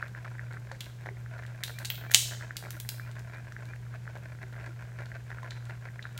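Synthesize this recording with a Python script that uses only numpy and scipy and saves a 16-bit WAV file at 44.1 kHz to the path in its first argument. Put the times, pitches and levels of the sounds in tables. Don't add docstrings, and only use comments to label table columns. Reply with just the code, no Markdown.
import sys
import numpy as np
from scipy import signal
from scipy.fft import rfft, irfft
from scipy.io import wavfile
from scipy.ndimage import uniform_filter1d

SR = 44100
rng = np.random.default_rng(int(sys.argv[2]) if len(sys.argv) > 2 else 0)


def transcribe(u):
    v = np.clip(np.atleast_2d(u).T, -1, 1)
    q = np.round(v * 32767).astype(np.int16)
    wavfile.write(sys.argv[1], SR, q)


N = 272979
T = np.arange(N) / SR
BINS = np.fft.rfftfreq(4096, 1 / SR)

# t/s, body level/dB, edge level/dB, splinter level/dB, ring of the broken piece f/Hz
CRACKS = [(0.7169,-53,-55,-74,4400), (0.8066,-40,-45,-48.5,3600), (0.8104,-43,-60,-65,3220),
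          (1.6365,-32,-39,-37.5,3740), (1.677,-45,-49,-62,4220), (1.7884,-48,-47.5,-47,4200),
          (1.8487,-39.5,-43,-48,4150), (1.854,-40,-35.5,-45,4340), (1.902,-30,-46.5,-60.5,3156),
          (1.9019,-45.5,-71,-31.5,15200), (1.955,-45,-55,-66,3520), (2.11,-50,-48,-58,3200),
          (2.116,-42,-41,-36,6520), (2.1383,-33,-34,-38,6400), (2.1458,-14,-12,-22.5,3120),
          (2.568,-39,-38.5,-42.5,4660), (2.7061,-47.5,-46,-43,6030), (2.8006,-46,-44.5,-41.5,3360),
          (2.8901,-37.5,-37.5,-36,5040), (3.1932,-63,-54.5,-64,5185), (5.5076,-42.5,-50.5,-73,4080),
          (6.0256,-45,-60,-76.5,3890), (6.177,-44.5,-49.5,-48.5,3290)]
# lower f/Hz, upper f/Hz
CRACK_BANDS = [(2400, 4600), (4600, 9500), (9500, 16000)]
# f/Hz, relative level/dB per Hz
SHELL = [(250, -33.5), (450, -32), (750, -15.5), (1200, -16), (1600, -10.5), (2200, -2), (3400, -3),
         (5000, -5), (7000, -1.5), (10000, -9.5), (14500, -12), (16500, -18)]
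# f/Hz, width f/Hz, boost level/dB
RING = [(4030, 940, 4), (6900, 380, 0), (11060, 230, -1)]
# body level/dB, edge level/dB, splinter level/dB
CRUMB_DB = (-75, -71.5, -73.5)

# t/s, blip level/dB, pitch f/Hz
POPS = [(0.0264,-20.5,1550), (0.1491,-32.5,1660), (0.383,-39,1790), (0.3939,-30,1750), (0.57,-34,1480),
        (1.261,-39,1580), (1.6296,-33,1920), (1.6366,-31.5,2005), (1.7856,-33,1810), (2.0503,-36.5,1540),
        (2.1138,-27,1800), (2.5077,-28,1640), (2.707,-40,1620), (2.997,-31,1570), (3.5213,-36.5,1566),
        (3.565,-33,1700), (3.7351,-34.5,1666), (3.9404,-36,1430), (4.0768,-31.5,1554), (5.1172,-35.5,1765),
        (5.385,-33,1506), (5.5196,-36.5,1733), (5.8868,-36.5,1824), (5.9927,-31,1810), (6.0534,-29,1546)]
# start t/s, length t/s, blip level/dB, low knock level/dB
FLURRIES = [(.019,0.07,-44.5,-51), (.249,0.023,-36.5,-60), (.525,.015,-42,-44), (0.714,0.0091,-34,-30.5),
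            (1.058,0.034,-33,-33), (1.382,0.014,-43,-48), (1.436,.025,-38,-47), (1.682,0.039,-37.5,-39.5),
            (1.815,0.027,-41.5,-42.5), (2.096,0.019,-34,-38.5), (2.309,0.034,-36.5,-40.5),
            (2.412,0.014,-35,-54), (2.626,0.044,-40,-36.5), (2.731,0.032,-44.5,-57),
            (3.154,0.053,-49.5,-48.5), (3.344,0.054,-44,-53), (4.154,0.0231,-48,-36), (4.427,0.016,-39,-45),
            (4.529,0.1,-43.5,-45.5), (5.006,0.019,-37.5,-36), (5.152,.015,-39.5,-46.5),
            (5.303,0.038,-35.5,-41.5), (5.43,0.018,-40,-37), (5.697,0.011,-38,-52.5)]
# body level/dB, edge level/dB, splinter level/dB
FLURRY_TICK_DB = (-58, -66, -72)
# f/Hz, relative level/dB per Hz
PATTER_COLOUR = [(150, -32), (330, 0), (480, -9), (620, 4.5), (850, -7), (1020, 1.5), (1170, -12.5),
                 (1500, 6), (2000, -3.5), (2400, -5), (2900, -20), (4200, -20), (8000, -32), (16000, -51.5)]
# t/s, level/dB before the soft onset and fade, pitch f/Hz
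KNOCKS = [(1.11,-43.5,401), (2.325,-45,620), (2.746,-46.5,323), (4.171,-49,560), (4.436,-46,377),
          (4.687,-44.5,333), (5.429,-40.5,1030)]
# t/s, level/dB
CHIRPS = [(1.72, -49.5), (2.05, -47.5), (2.985, -50.5), (3.315, -51.5), (3.655, -50)]

# f/Hz, t/s
ROOM_T60 = [(300, 0.27), (1500, 0.23), (3200, .5), (7000, .52), (10000, .38), (16000, 0.5)]
# f/Hz, relative level/dB
ROOM_COLOUR = [(300, -5.5), (1500, -2), (2300, -6), (3200, -2), (4500, -2), (7000, -4), (9000, 0),
               (16000, 1)]
# delay t/s, gain
ECHOES = [(.0092, .15), (.011, 0.2), (.0178, .08), (.0203, .09)]
# f/Hz, relative level/dB per Hz
RUMBLE = [(25, -18.5), (45, -7.5), (70, 1), (100, -2.5), (150, -2), (200, -6.5), (260, -21), (500, -44)]
# f/Hz, relative level/dB per Hz
AIR = [(150, -33.5), (260, 2), (400, 3.5), (650, -2), (1100, -5.5), (1600, -5.5), (2050, -5.5), (2800, -10),
       (4500, -14), (7000, -14), (10300, -23), (12000, -21), (16000, -31)]

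POP_LOW_DB = -15.5
BLIP_HZ, BLIP_SPREAD_HZ = 1700, 170
FLURRY_GAP_S, FLURRY_JITTER_S = 0.013, .002
FLURRY_SPREAD_DB = 1
PATTER_DB = -57
PATTER_SWELL_DB, PATTER_SWELL_HZ = 4.5, 12
PATTER_LIFT_DB, PATTER_LIFT_S = 5.5, 0.02
HUM_HZ, HUM_DB = 119.8, -42.5
BEAT_HZ, BEAT_DB = 1.155, -14.5
BEAT_PEAK_S = 0.44
AIR_DB = -60.5
EDGE_HZ = 16000


def shell(crack_db=1.5, splinter_db=-15, splinter_wait=.025, give_db=-23):
    out = np.zeros(N)
    for s, *levels_db, piece_hz in CRACKS:
        add(out, s, amp(crack_db) * fracture(levels_db, piece_hz))
        small_db = np.minimum(levels_db, -33)
        give_s = s - rng.uniform(0.0011, .0018)
        add(out, give_s, amp(give_db) * fracture(small_db, piece_hz))
        for wait in rng.exponential(splinter_wait, size=2):
            size_db = small_db + 2 * rng.standard_normal(len(small_db))
            splinter = fracture(size_db, rng.uniform(4600, 18000), t60=0.0064)
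            add(out, s + wait, amp(splinter_db) * splinter)
    return out


def fracture(levels_db, piece_hz, t60=.014, first_db=4, span=0.0042, piece_db=7.5, piece_q=6):
    t = np.arange(2048) / SR
    tears = rng.standard_normal(len(t))
    tears[0] = amp(first_db)
    tears = tears * amp(-60 * t / t60)
    power = abs(rfft(tears, 2 * len(t))) ** 2
    modes = [*RING, (piece_hz, piece_hz / piece_q, piece_db)]
    ringing = sum(db / (1 + (2 * (BINS - hz) / width) ** 2) for hz, width, db in modes)
    colour = read(SHELL, BINS) + ringing
    colour = colour - 10 * np.log10(uniform_filter1d(power, size=35))
    bins_power = power * amp(colour) ** 2
    energy = [bins_power[(BINS > lo) & (BINS < hi)].sum() / len(t) for lo, hi in CRACK_BANDS]
    lift_db = np.array(levels_db) - 10 * np.log10(np.array(energy) / (span * SR))
    band_centres = np.mean(CRACK_BANDS, axis=1)
    colour = colour + read(np.column_stack([band_centres, lift_db]), BINS)
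    return signal.fftconvolve(tears, causal(colour))


def crumbs(per_s=16, spread_db=3, coarse_per_s=2.5, coarse_db=(-58, -62, -70)):
    out = np.zeros(N)
    for rate, usual_db in [(per_s, CRUMB_DB), (coarse_per_s, coarse_db)]:
        draws = rng.random((200, 5))[:int(rate * N / SR)]
        for slot, (place, piece, *bands) in enumerate(draws):
            size_db = spread_db * np.sqrt(12) * (np.array(bands) - .5) + usual_db
            tick = fracture(size_db, 3000 + 5800 * piece, t60=0.0077)
            add(out, (slot + place) / rate, tick)
    return out


def simmer(stray_db=-44, stray_low_db=-49, stray_spread_db=1.0, count=26):
    out = np.zeros(N)
    for s, db, pitch_hz in POPS:
        add(out, s, pop(db, pitch_hz, db + POP_LOW_DB))
    for slot, (size, pitch, low) in enumerate(rng.standard_normal((count, 3))):
        stray = pop(stray_db + stray_spread_db * size,
                    BLIP_HZ + BLIP_SPREAD_HZ * pitch,
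                    stray_low_db + stray_spread_db * low)
        add(out, (slot + rng.random()) * N / SR / count, stray)
    for start, length, db, low_db in FLURRIES:
        add(out, start, fracture(FLURRY_TICK_DB, rng.uniform(2700, 4400), t60=0.023))
        for step, (late, size, pitch, low) in enumerate(rng.standard_normal((12, 4))):
            sound = pop(db + FLURRY_SPREAD_DB * size,
                        BLIP_HZ + BLIP_SPREAD_HZ * pitch,
                        low_db + FLURRY_SPREAD_DB * low)
            if step * FLURRY_GAP_S < length:
                add(out, start + step * FLURRY_GAP_S + FLURRY_JITTER_S * late, sound)
    return out


def pop(db, pitch_hz, low_db, pop_db=2.0, knock_db=-1):
    high = amp(db + pop_db) * blip(pitch_hz, width_hz=490)
    low = amp(low_db + knock_db) * blip(rng.uniform(500, 850), width_hz=520)
    return high + low


def blip(hz, width_hz, top_hz=2400):
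    resonance = 1 + (2 * (BINS - hz) / width_hz) ** 4
    treble_cut = 1 + (BINS / top_hz) ** 14
    bass_cut = BINS / (BINS + hz)
    shape = bass_cut / np.sqrt(resonance * treble_cut)
    sound = causal(20 * np.log10(shape + 1e-6))
    return sound / abs(sound).max()


def patter(per_s=200, spread_db=4, ragged_db=4, detune=0.081):
    fine, count = np.zeros(N), 24
    for scale in np.exp(np.linspace(-detune, detune, count)):
        rough = uniform_filter1d(rng.standard_normal(len(BINS)), size=10)
        ripple = unit(uniform_filter1d(rough, size=6))
        sizes = amp(spread_db * np.minimum(rng.exponential(1, N), 2.5))
        clicks = sizes * (rng.random(N) < per_s / count / SR)
        colour = read(PATTER_COLOUR, BINS * scale) + ragged_db * ripple
        fine += signal.oaconvolve(clicks, causal(colour))[:N]
    fine = unit(fine)
    loudness = np.sqrt(abs(uniform_filter1d(fine ** 2, size=2000)) + 0.099)
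    busy = sum(np.exp(-((T - start - length / 2) / (length / 2 + PATTER_LIFT_S)) ** 2)
               for start, length, *_ in FLURRIES)
    swell_db = PATTER_SWELL_DB * drift(PATTER_SWELL_HZ)
    level_db = PATTER_DB + swell_db + PATTER_LIFT_DB * np.minimum(busy, 1)
    return amp(level_db) * fine / loudness


def knocks(t60=0.12, rise=0.0018, faint_db=-13):
    out, t = np.zeros(N), np.arange(SR // 4) / SR
    faint = [(start + length / 2, low_db + faint_db, rng.uniform(320, 720))
             for start, length, _, low_db in FLURRIES]
    for s, db, hz in KNOCKS + faint:
        envelope = amp(db - 60 * t / t60) * (1 - np.exp(-t / rise))
        add(out, s, envelope * np.sin(2 * np.pi * hz * t))
    return out


def bird(start_hz=2230, end_hz=2540, length=0.098):
    out = np.zeros(N)
    slide = np.linspace(start_hz, end_hz, round(length * SR))
    for s, db in CHIRPS:
        hz = slide * (1 + 0.0053 * rng.standard_normal())
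        tone = np.sin(2 * np.pi * np.cumsum(hz) / SR)
        add(out, s, amp(db) * tone * np.hanning(len(hz)))
    return out


def room(x, wet_db=-4, gap=0.003):
    hz, t, z = signal.stft(rng.standard_normal(SR), SR, nperseg=256)
    fall_db = -60 * t / read(ROOM_T60, hz)[:, None]
    tail = signal.istft(z * amp(fall_db + read(ROOM_COLOUR, hz)[:, None]), SR, nperseg=256)[1]
    tail = tail * np.clip(np.arange(len(tail)) / SR / gap, 0, 1) ** 2
    tail = amp(wet_db) * tail / np.linalg.norm(tail)
    for delay, gain in ECHOES:
        add(tail, delay, np.array([gain]))
    return signal.fftconvolve(x, tail)[:N]


def appliance(mains_db=-63, waver_db=0.78, rumble_db=-54):
    slipping = amp(BEAT_DB) * np.exp(-2j * np.pi * BEAT_HZ * (T - BEAT_PEAK_S))
    both_tones = ((1 + slipping) * np.exp(2j * np.pi * HUM_HZ * T)).imag
    hum = amp(HUM_DB + waver_db * drift(6.9)) * both_tones
    mains = amp(mains_db) * np.sin(np.pi * HUM_HZ * T)
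    return np.sqrt(2) * (hum + mains) + amp(rumble_db) * noise(RUMBLE)


def noise(points):
    gain = amp(read(points, np.fft.rfftfreq(N, 1 / SR)))
    return unit(irfft(rfft(rng.standard_normal(N)) * gain, N))


def drift(rate_hz):
    slowing = 1 + (np.fft.rfftfreq(N, 1 / SR) / rate_hz) ** 4
    return unit(irfft(rfft(rng.standard_normal(N)) / slowing, N))


def causal(db, size=2048):
    log_gain = np.log(amp(np.maximum(db, db.max() - 90)))
    circle = np.concatenate([log_gain, log_gain[-2:0:-1]])
    return np.fft.ifft(np.exp(np.conj(signal.hilbert(circle)))).real[:size]


def read(points, hz):
    f, value = np.transpose(points)
    return np.interp(np.log(hz + 1), np.log(f + 1), value)


def amp(db):
    return 10 ** (np.asarray(db) / 20)


def unit(x):
    return x / np.sqrt(np.mean(x ** 2) + 1e-20)


def add(mix, s, sound):
    part = mix[max(round(s * SR), 0):][:len(sound)]
    part += sound[:len(part)]


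def scene(pop_room_db=-8, bird_db=-4):
    cracks = shell() + crumbs()
    pops = simmer() + patter() + knocks()
    chirps = amp(bird_db) * bird()
    steady = appliance() + amp(AIR_DB) * noise(AIR)
    ringing = room(cracks + chirps + amp(pop_room_db) * pops)
    return (cracks + pops + chirps + ringing + steady)[None]


def record(dry):
    clipped = np.clip(dry, -1, 1)
    lowpass = signal.firwin(301, EDGE_HZ, window=("kaiser", 8), fs=SR)
    return signal.oaconvolve(clipped, lowpass[None], "same")


dry = scene()
out = record(dry)
transcribe(out)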